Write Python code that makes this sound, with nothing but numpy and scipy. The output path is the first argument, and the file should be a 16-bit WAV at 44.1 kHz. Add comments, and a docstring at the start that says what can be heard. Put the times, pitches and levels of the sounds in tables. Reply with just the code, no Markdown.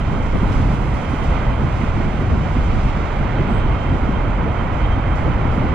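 """Wind buffets the two microphone ports of a small camera held out of a car's side window.
The car rolls slowly through a wet rock tunnel: the walls diffuse tyre and engine roar, water
hisses under the wheels, and grit and spray strike the body. A thin whistle from the drive train
comes and goes. The camera body shades the left port. Stereo pairs are ordered left, right;
pan is the left level minus the right."""
import sys
import numpy as np
from scipy import signal
from scipy.fft import rfft, irfft
from scipy.io import wavfile
from scipy.ndimage import uniform_filter1d

SR = 44100
rng = np.random.default_rng(int(sys.argv[2]) if len(sys.argv) > 2 else 0)


def output_pcm(signal):
    """Save a mono or channel-first signal as 16-bit PCM at the path in sys.argv[1].

    Samples are clipped to [-1, 1] before scaling.
    """
    pcm = np.clip(np.atleast_2d(signal).T, -1, 1) * 32767
    wavfile.write(sys.argv[1], SR, np.round(pcm).astype(np.int16))


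N = 253134
TIME = np.arange(N) / SR
HZ = np.fft.rfftfreq(N, 1 / SR) + 1e-9

# grit and spray flung against the body: t/s, grit level/dB, grit pan/dB, spray level/dB
THROWS = [(0.5205, -40, 0, -60), (0.5265, -46, 0, -70), (0.692, -50, 0, -66), (0.94, -52, 0, -64),
          (1.088, -52, 0, -67), (1.232, -52, 0, -67), (1.755, -52, 0, -68), (4.1234, -54, 4, -85),
          (4.7294, -49, -2.5, -73), (5.1557, -50, -4.0, -62), (5.5144, -50, -2, -66)]


def from_db(db):
    """Amplitude ratio: a factor of ten for every 20 dB."""
    return 10 ** (np.asarray(db) / 20)


def in_time(rows):
    """Linear interpolation of each column over t/s, one value a sample."""
    times, *columns = np.transpose(rows)
    return [np.interp(TIME, times, column) for column in columns]


def in_frequency(rows):
    """Interpolation of each column over the logarithm of f/Hz, one value a bin."""
    hz, *columns = np.transpose(rows)
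    return [np.interp(np.log(HZ), np.log(hz), column) for column in columns]


def drift(rate_hz):
    """Random modulation: low-passed noise of unit standard deviation."""
    slow = irfft(rfft(rng.standard_normal(N)) / (1 + (HZ / rate_hz) ** 2), N)
    return slow / np.std(slow)


def swells(times, peaks_db, width_s):
    """Superposition of Gaussian envelopes."""
    return sum(from_db(db) * np.exp(-((TIME - at) / width_s) ** 2) for at, db in zip(times, peaks_db))


def resonance(hz, width_hz):
    """Lorentzian curve: the gain of a resonance passed twice."""
    return 1 / (1 + (2 * (HZ - hz) / width_hz) ** 2)


def port_noise(spectrum, pan_db, coherence, left_lag_rad=0):
    """Partially coherent noise at the two ports; the mean of the pair has rms 1."""
    shared, own = rfft(rng.standard_normal((2, N)))
    coherence = np.clip(coherence, 0, 1)
    left = coherence * shared * np.exp(-1j * left_lag_rad) + np.sqrt(1 - coherence ** 2) * own
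    pair = irfft(spectrum * np.array([from_db(pan_db) * left, shared]), N)
    return pair / np.std(pair.mean(axis=0))


def evened(pair, window_s):
    """Compression: dividing by a running rms reduces the chance swells of a noise."""
    window = int(window_s * SR)
    power = uniform_filter1d(uniform_filter1d(pair.mean(axis=0) ** 2, window), window)
    return pair / np.sqrt(power + 0.12)


def puff():
    """Narrow-band noise: a brief soft hiss, nearly in antiphase at the two ports."""
    # the hiss band: start t/s, end t/s, f/Hz, width/Hz, level/dB
    bands = [(3.49, 3.62, 7900, 550, -63)]
    out = np.zeros((2, N))
    for start, end, hz, width_hz, db in bands:
        progress = np.clip((TIME - start) / (end - start), 0, 1)
        swell = np.sqrt(np.clip(np.sin(np.pi * progress), 0, 1))
        out += from_db(db) * swell * port_noise(resonance(hz, width_hz), 0, 0.8, left_lag_rad=2.4)
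    return out


def grit():
    """Impulse response: each grain sets the damped modes of a body panel ringing."""
    # panel modes: f/Hz, relative level/dB, T60/s
    modes = [(5500, -5, .015), (6600, -5, .01), (9800, -9, .006), (12300, -17, .004)]
    times, peak_db, pan_db, _ = np.transpose(THROWS)
    out = np.zeros((2, N))
    for hz, mode_db, t60 in modes:
        impacts = np.zeros((2, N)) + 1e-18
        impacts[:, (times * SR).astype(int)] = from_db(peak_db + mode_db + np.outer([.5, -.5], pan_db))
        decay, angle = from_db(-60 / (t60 * SR)), 2 * np.pi * hz / SR   # per sample
        out += signal.lfilter([0, np.sin(angle)], [1, -2 * decay * np.cos(angle), decay ** 2], impacts)
    return out


def spray_envelope(t60_s=0.6):
    """Exponential decay: each throw starts a hiss at once, which then dies away."""
    return sum((TIME > at) * from_db(db - 60 * np.abs(TIME - at) / t60_s) for at, _, _, db in THROWS)


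def drive_train_whistle():
    """Common amplitude modulation: breathy partials of narrow-band noise swell and flare together."""
    # partials: f/Hz, width/Hz, relative level/dB, pan/dB
    partials = [(3146, 23, 3, -14), (1574, 10, -3, -12), (3705, 8, -17, -10), (6050, 60, -27, -8)]
    # slow course of the whistle: t/s, level/dB
    course = [(0.0, -53.5), (0.45, -55.5), (0.85, -65), (1.05, -53.5), (1.6, -55), (1.8, -63), (2.2, -55),
              (2.5, -61), (2.85, -64), (3.15, -61), (3.48, -57), (3.72, -55), (3.88, -51), (4.03, -61),
              (4.3, -54), (4.45, -57.5), (4.68, -62), (5.05, -57), (5.3, -63), (5.74, -54)]
    # short flares: t/s, peak level/dB
    flares = [(0.73, -56), (1.21, -63), (2.65, -55), (3.378, -51), (3.582, -56), (3.632, -56), (3.815, -56),
              (4.085, -55), (4.165, -50), (4.495, -56), (4.595, -49), (4.745, -59), (4.845, -46.5),
              (4.935, -47), (5.13, -53), (5.27, -53)]
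    tones = sum(from_db(db) * evened(port_noise(resonance(hz, width_hz), pan_db, 0.41), window_s=0.021)
                for hz, width_hz, db, pan_db in partials)
    wavering = from_db(in_time(course)[0] + 1.5 * drift(rate_hz=8.8))
    return (wavering + swells(*np.transpose(flares), width_s=0.021)) * tones


def water_hiss(sheen_edge_hz=8500, flicker_db=1.5):
    """Broadband noise of the tearing water film; its top treble, the sheen, flickers."""
    # hiss at the ports: f/Hz, relative right level/dB, pan/dB, coherence, left lag/rad
    bands = [(4400, -0.2, -2.5, 0.52, 0.6), (5000, 0.0, -5.4, 0.58, 2.2), (6300, -3.1, -5.7, 0.35, 2.0),
             (7500, -6.6, -0.3, 0.56, 1.9), (8600, -14.7, 1.0, 0.71, 3.2), (10000, -14.1, -0.9, 0.45, 3.5),
             (11500, -23.0, -3.2, 0.2, 0.3), (13000, -28.0, -5.5, 0.35, 0.1), (14300, -37.0, -6, 0.2, 0.2)]
    # sheen against the rest of the hiss: t/s, relative level/dB
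    sheen_course = [(0.0, 0), (0.6, 2.5), (1.9, 1.5), (2.9, -3.5), (3.6, -.6), (4.3, -2.5), (4.9, 0),
                    (5.74, -.6)]
    right_db, *ports = in_frequency(bands)
    hiss = port_noise(from_db(right_db) / np.sqrt(1 + (4500 / HZ) ** 24), *ports)
    sheen = irfft(rfft(hiss) / (1 + (sheen_edge_hz / HZ) ** 12), N)
    sheen_gain = from_db(in_time(sheen_course)[0] + flicker_db * drift(rate_hz=7.0))
    return hiss + (sheen_gain - 1) * sheen


def tunnel_roar(wetness_db, wet_edge_hz=3000):
    """Diffuse reflection smears tyre and engine sound to smooth noise, brighter on wetter road."""
    # roar at the ports: f/Hz, relative right level/dB, pan/dB, coherence, left lag/rad
    bands = [(430, -2.1, -1.4, 0.66, 0.1), (600, -3.3, 0.2, 0.82, 0.6), (770, -0.9, -4.9, 0.84, 1.2),
             (880, 0.0, -9.8, 0.61, 1.3), (980, -0.2, -8.9, 0.09, 1.0), (1100, -2.3, -10.4, 0.6, -0.9),
             (1350, -3.8, -9.0, 0.82, -0.3), (1550, -6.9, -8.3, 0.79, -0.5), (1750, -12.7, -4.8, 0.7, -0.2),
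             (2050, -10.5, -4.8, 0.89, 0.3), (2400, -13.2, -7.7, 0.72, 0.4),
             (2800, -17.1, -11.5, 0.39, 0.1), (3300, -20.5, -6.6, 0.41, -1.3),
             (3800, -25.9, -5.4, 0.7, -0.7), (4400, -31.6, -2.5, 0.52, 0.6)]
    right_db, *ports = in_frequency(bands)
    band_pass = 1 / np.sqrt((1 + (330 / HZ) ** 6) * (1 + (HZ / 4500) ** 24))
    roar_colour = (1 + 0.2 * resonance(2250, 700) + 0.073 * resonance(860, 400)   # two broad peaks
                   + 0.3 * resonance(2975, 80) - 0.15 * resonance(1690, 150))   # a faint ring, a dip
    roar = port_noise(from_db(right_db) * band_pass * roar_colour, *ports)
    treble = irfft(rfft(roar) / (1 + (wet_edge_hz / HZ) ** 6), N)
    return roar + (from_db(wetness_db) - 1) * treble


def tyres():
    """Rolling noise: a nearly steady roar, and hiss in uneven bursts as the water film tears."""
    # rolling on wet road: t/s, roar level/dB, hiss level/dB
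    rolling = [(0.0, -29.5, -57), (0.3, -29.5, -57), (0.5, -27.5, -55.5), (0.85, -29, -57),
               (1.1, -28, -57.5), (1.32, -27, -56.5), (1.6, -28, -58.5), (1.95, -28, -57),
               (2.4, -28.5, -57), (2.8, -28, -54.5), (3.1, -28, -57.5), (3.4, -26, -59), (4.0, -27.5, -59),
               (4.4, -28, -61.5), (4.84, -26.5, -60.5), (5.1, -26.5, -61), (5.74, -27, -59.5)]
    roar_db, hiss_db = in_time(rolling)
    roar = tunnel_roar(wetness_db=hiss_db - hiss_db.mean())
    hiss = water_hiss()
    roar_gain = from_db(roar_db + 0.48 * drift(rate_hz=7.9))
    hiss_gain = from_db(hiss_db + 0.71 * drift(rate_hz=21)) + spray_envelope()
    return roar_gain * roar + hiss_gain * hiss


def gusts(swell_s=0.028, slap_s=0.004):
    """Pressure transients: each gust is a slap of a few cycles inside a swell of brighter turbulence."""
    # gusts on the ports: t/s, turbulence level/dB, pan/dB, slap level/dB, slap f/Hz
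    arrivals = [(0.146, -21.5, -3, -22, 213), (0.198, -28.5, -8, -16.5, 194), (0.356, -23, 11, -16, 247),
                (0.434, -20, -2, -8, 183), (0.612, -31, -8, -19, 226), (0.705, -21, -2, -17, 192),
                (1.14, -29.5, -2, -11.5, 233), (1.838, -46, -4, -10.5, 197), (2.005, -21.5, -5, -16, 244),
                (2.22, -30, -4, -16.5, 235), (2.338, -25, 14, -19, 227), (2.57, -31, 0, -12, 241),
                (2.972, -32, -4, -12, 174), (3.209, -25, -4, -16, 231), (3.402, -21.5, 0, -19, 242),
                (3.517, -23.5, -5, -17, 213), (3.647, -32, -7, -24, 310), (3.955, -32, 9, -17.5, 222),
                (4.036, -33, -7, -17.5, 263), (4.094, -33, 3, -8.5, 245), (4.174, -40, 4, -13, 194),
                (4.479, -24, 0, -18, 210), (4.979, -29, -7, -10.5, 199), (5.268, -19.5, -3, -25, 197),
                (5.455, -36, -1, -12, 216), (5.582, -35, -5, -12.5, 204)]
    # turbulence in a gust: f/Hz, relative level/dB
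    spectrum = [(60, -23), (150, 4.5), (230, -10), (400, -8), (700, -22), (1200, -27), (4000, -100)]
    slaps = np.zeros((2, N))
    for at, _, pan_db, slap_db, hz in arrivals:
        cycles = np.cos(2 * np.pi * (hz * (TIME - at) + rng.random()))
        slaps += from_db([[pan_db / 2], [-pan_db / 2]]) * swells([at], [slap_db], slap_s) * cycles
    times, levels_db, pans_db, _, _ = np.transpose(arrivals)
    envelopes = np.array([swells(times, levels_db + side * pans_db, swell_s) for side in (.5, -.5)])
    turbulence = port_noise(from_db(in_frequency(spectrum)[0]), pan_db=0, coherence=0.91)
    return slaps + envelopes * evened(turbulence, window_s=0.0093)


def wind():
    """Turbulent pressure: large eddies press on both ports alike, small ones break mainly on the left."""
    # spectra of deep buffeting, flutter and small eddies: f/Hz, relative level/dB
    buffet_bands = [(8, -14), (16, -4.5), (26, 1.5), (50, 0), (75, -3), (110, -16), (200, -45), (600, -110)]
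    flutter_bands = [(20, -39), (40, 4.5), (70, 1.5), (95, 3), (130, 2.5), (170, -3), (260, -6.5),
                     (340, -12), (450, -24), (800, -57.5), (3000, -100)]
    eddy_bands = [(30, -36.5), (80, -11.5), (200, 8.5), (450, -19), (700, -9.5), (1000, -18), (1600, -51),
                  (4000, -100)]
    # airflow on the ports: t/s, buffet level/dB, flutter level/dB
    airflow = [(0.0, -21, -21), (0.3, -17, -23), (0.65, -23, -18), (0.9, -22, -20), (1.07, -27, -25),
               (1.25, -20, -20.5), (1.7, -26.5, -20.5), (2.05, -16, -24), (2.16, -27, -22),
               (2.35, -19.5, -18), (2.85, -18.5, -24.5), (3.08, -21.5, -26.5), (3.4, -23, -19.5),
               (3.8, -22, -22), (4.2, -18.5, -21), (4.5, -26, -20), (4.7, -23, -21.5), (4.95, -21.5, -21.5),
               (5.4, -20.5, -20), (5.74, -24.5, -16)]
    # the heaviest lumps of air: t/s, buffet peak level/dB, flutter peak level/dB
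    lumps = [(0.25, -28, -40), (0.362, -34, -19), (0.44, -33, -29), (0.575, -17, -24), (0.66, -33, -25),
             (1.31, -20, -29), (1.49, -20, -30), (1.64, -30, -20.5), (1.9, -32, -35), (1.967, -28, -18),
             (2.07, -29, -18.5), (2.21, -25, -29), (2.336, -42, -25), (2.595, -20, -29), (2.706, -36, -34),
             (2.768, -30, -29), (2.862, -26, -18.5), (3.21, -26, -24), (3.41, -26, -21), (3.584, -32, -27),
             (3.66, -15.5, -30), (3.717, -30, -29), (3.921, -33, -20.5), (4.04, -19.5, -30),
             (4.257, -26, -30), (4.84, -19, -27), (4.92, -19, -38), (4.98, -34, -26), (5.135, -37, -25),
             (5.287, -28, -20.5), (5.5, -25, -38), (5.654, -32, -31)]
    buffet = port_noise(from_db(in_frequency(buffet_bands)[0]), pan_db=-1.2, coherence=0.93)
    flutter = port_noise(from_db(in_frequency(flutter_bands)[0]), pan_db=-1.1, coherence=0.88)
    eddies = port_noise(from_db(in_frequency(eddy_bands)[0]), pan_db=8.3, coherence=0.39)
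    buffet_db, flutter_db = in_time(airflow)
    times, thump_db, shake_db = np.transpose(lumps)
    buffet_gain = from_db(buffet_db + 1.26 * drift(rate_hz=14)) + swells(times, thump_db, width_s=0.021)
    flutter_gain = from_db(flutter_db + 1.5 * drift(rate_hz=12)) + swells(times, shake_db, width_s=0.022)
    eddy_gain = from_db(-42.5 + 4.3 * drift(rate_hz=4.4))
    return (buffet_gain * evened(buffet, window_s=0.029)
            + flutter_gain * evened(flutter, window_s=0.041)
            + eddy_gain * eddies)


def scene():
    """Superposition: the pressures of all sources add at each port."""
    return wind() + gusts() + tyres() + drive_train_whistle() + grit() + puff()


def record(dry):
    """Soft saturation rounds the peaks; a steep low-pass filter cuts the top treble."""
    stopband_hz = 14900
    low_pass = signal.cheby2(12, 60, stopband_hz, fs=SR, output="sos")
    return signal.sosfilt(low_pass, np.tanh(dry))


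dry = scene()
out = record(dry)
output_pcm(out)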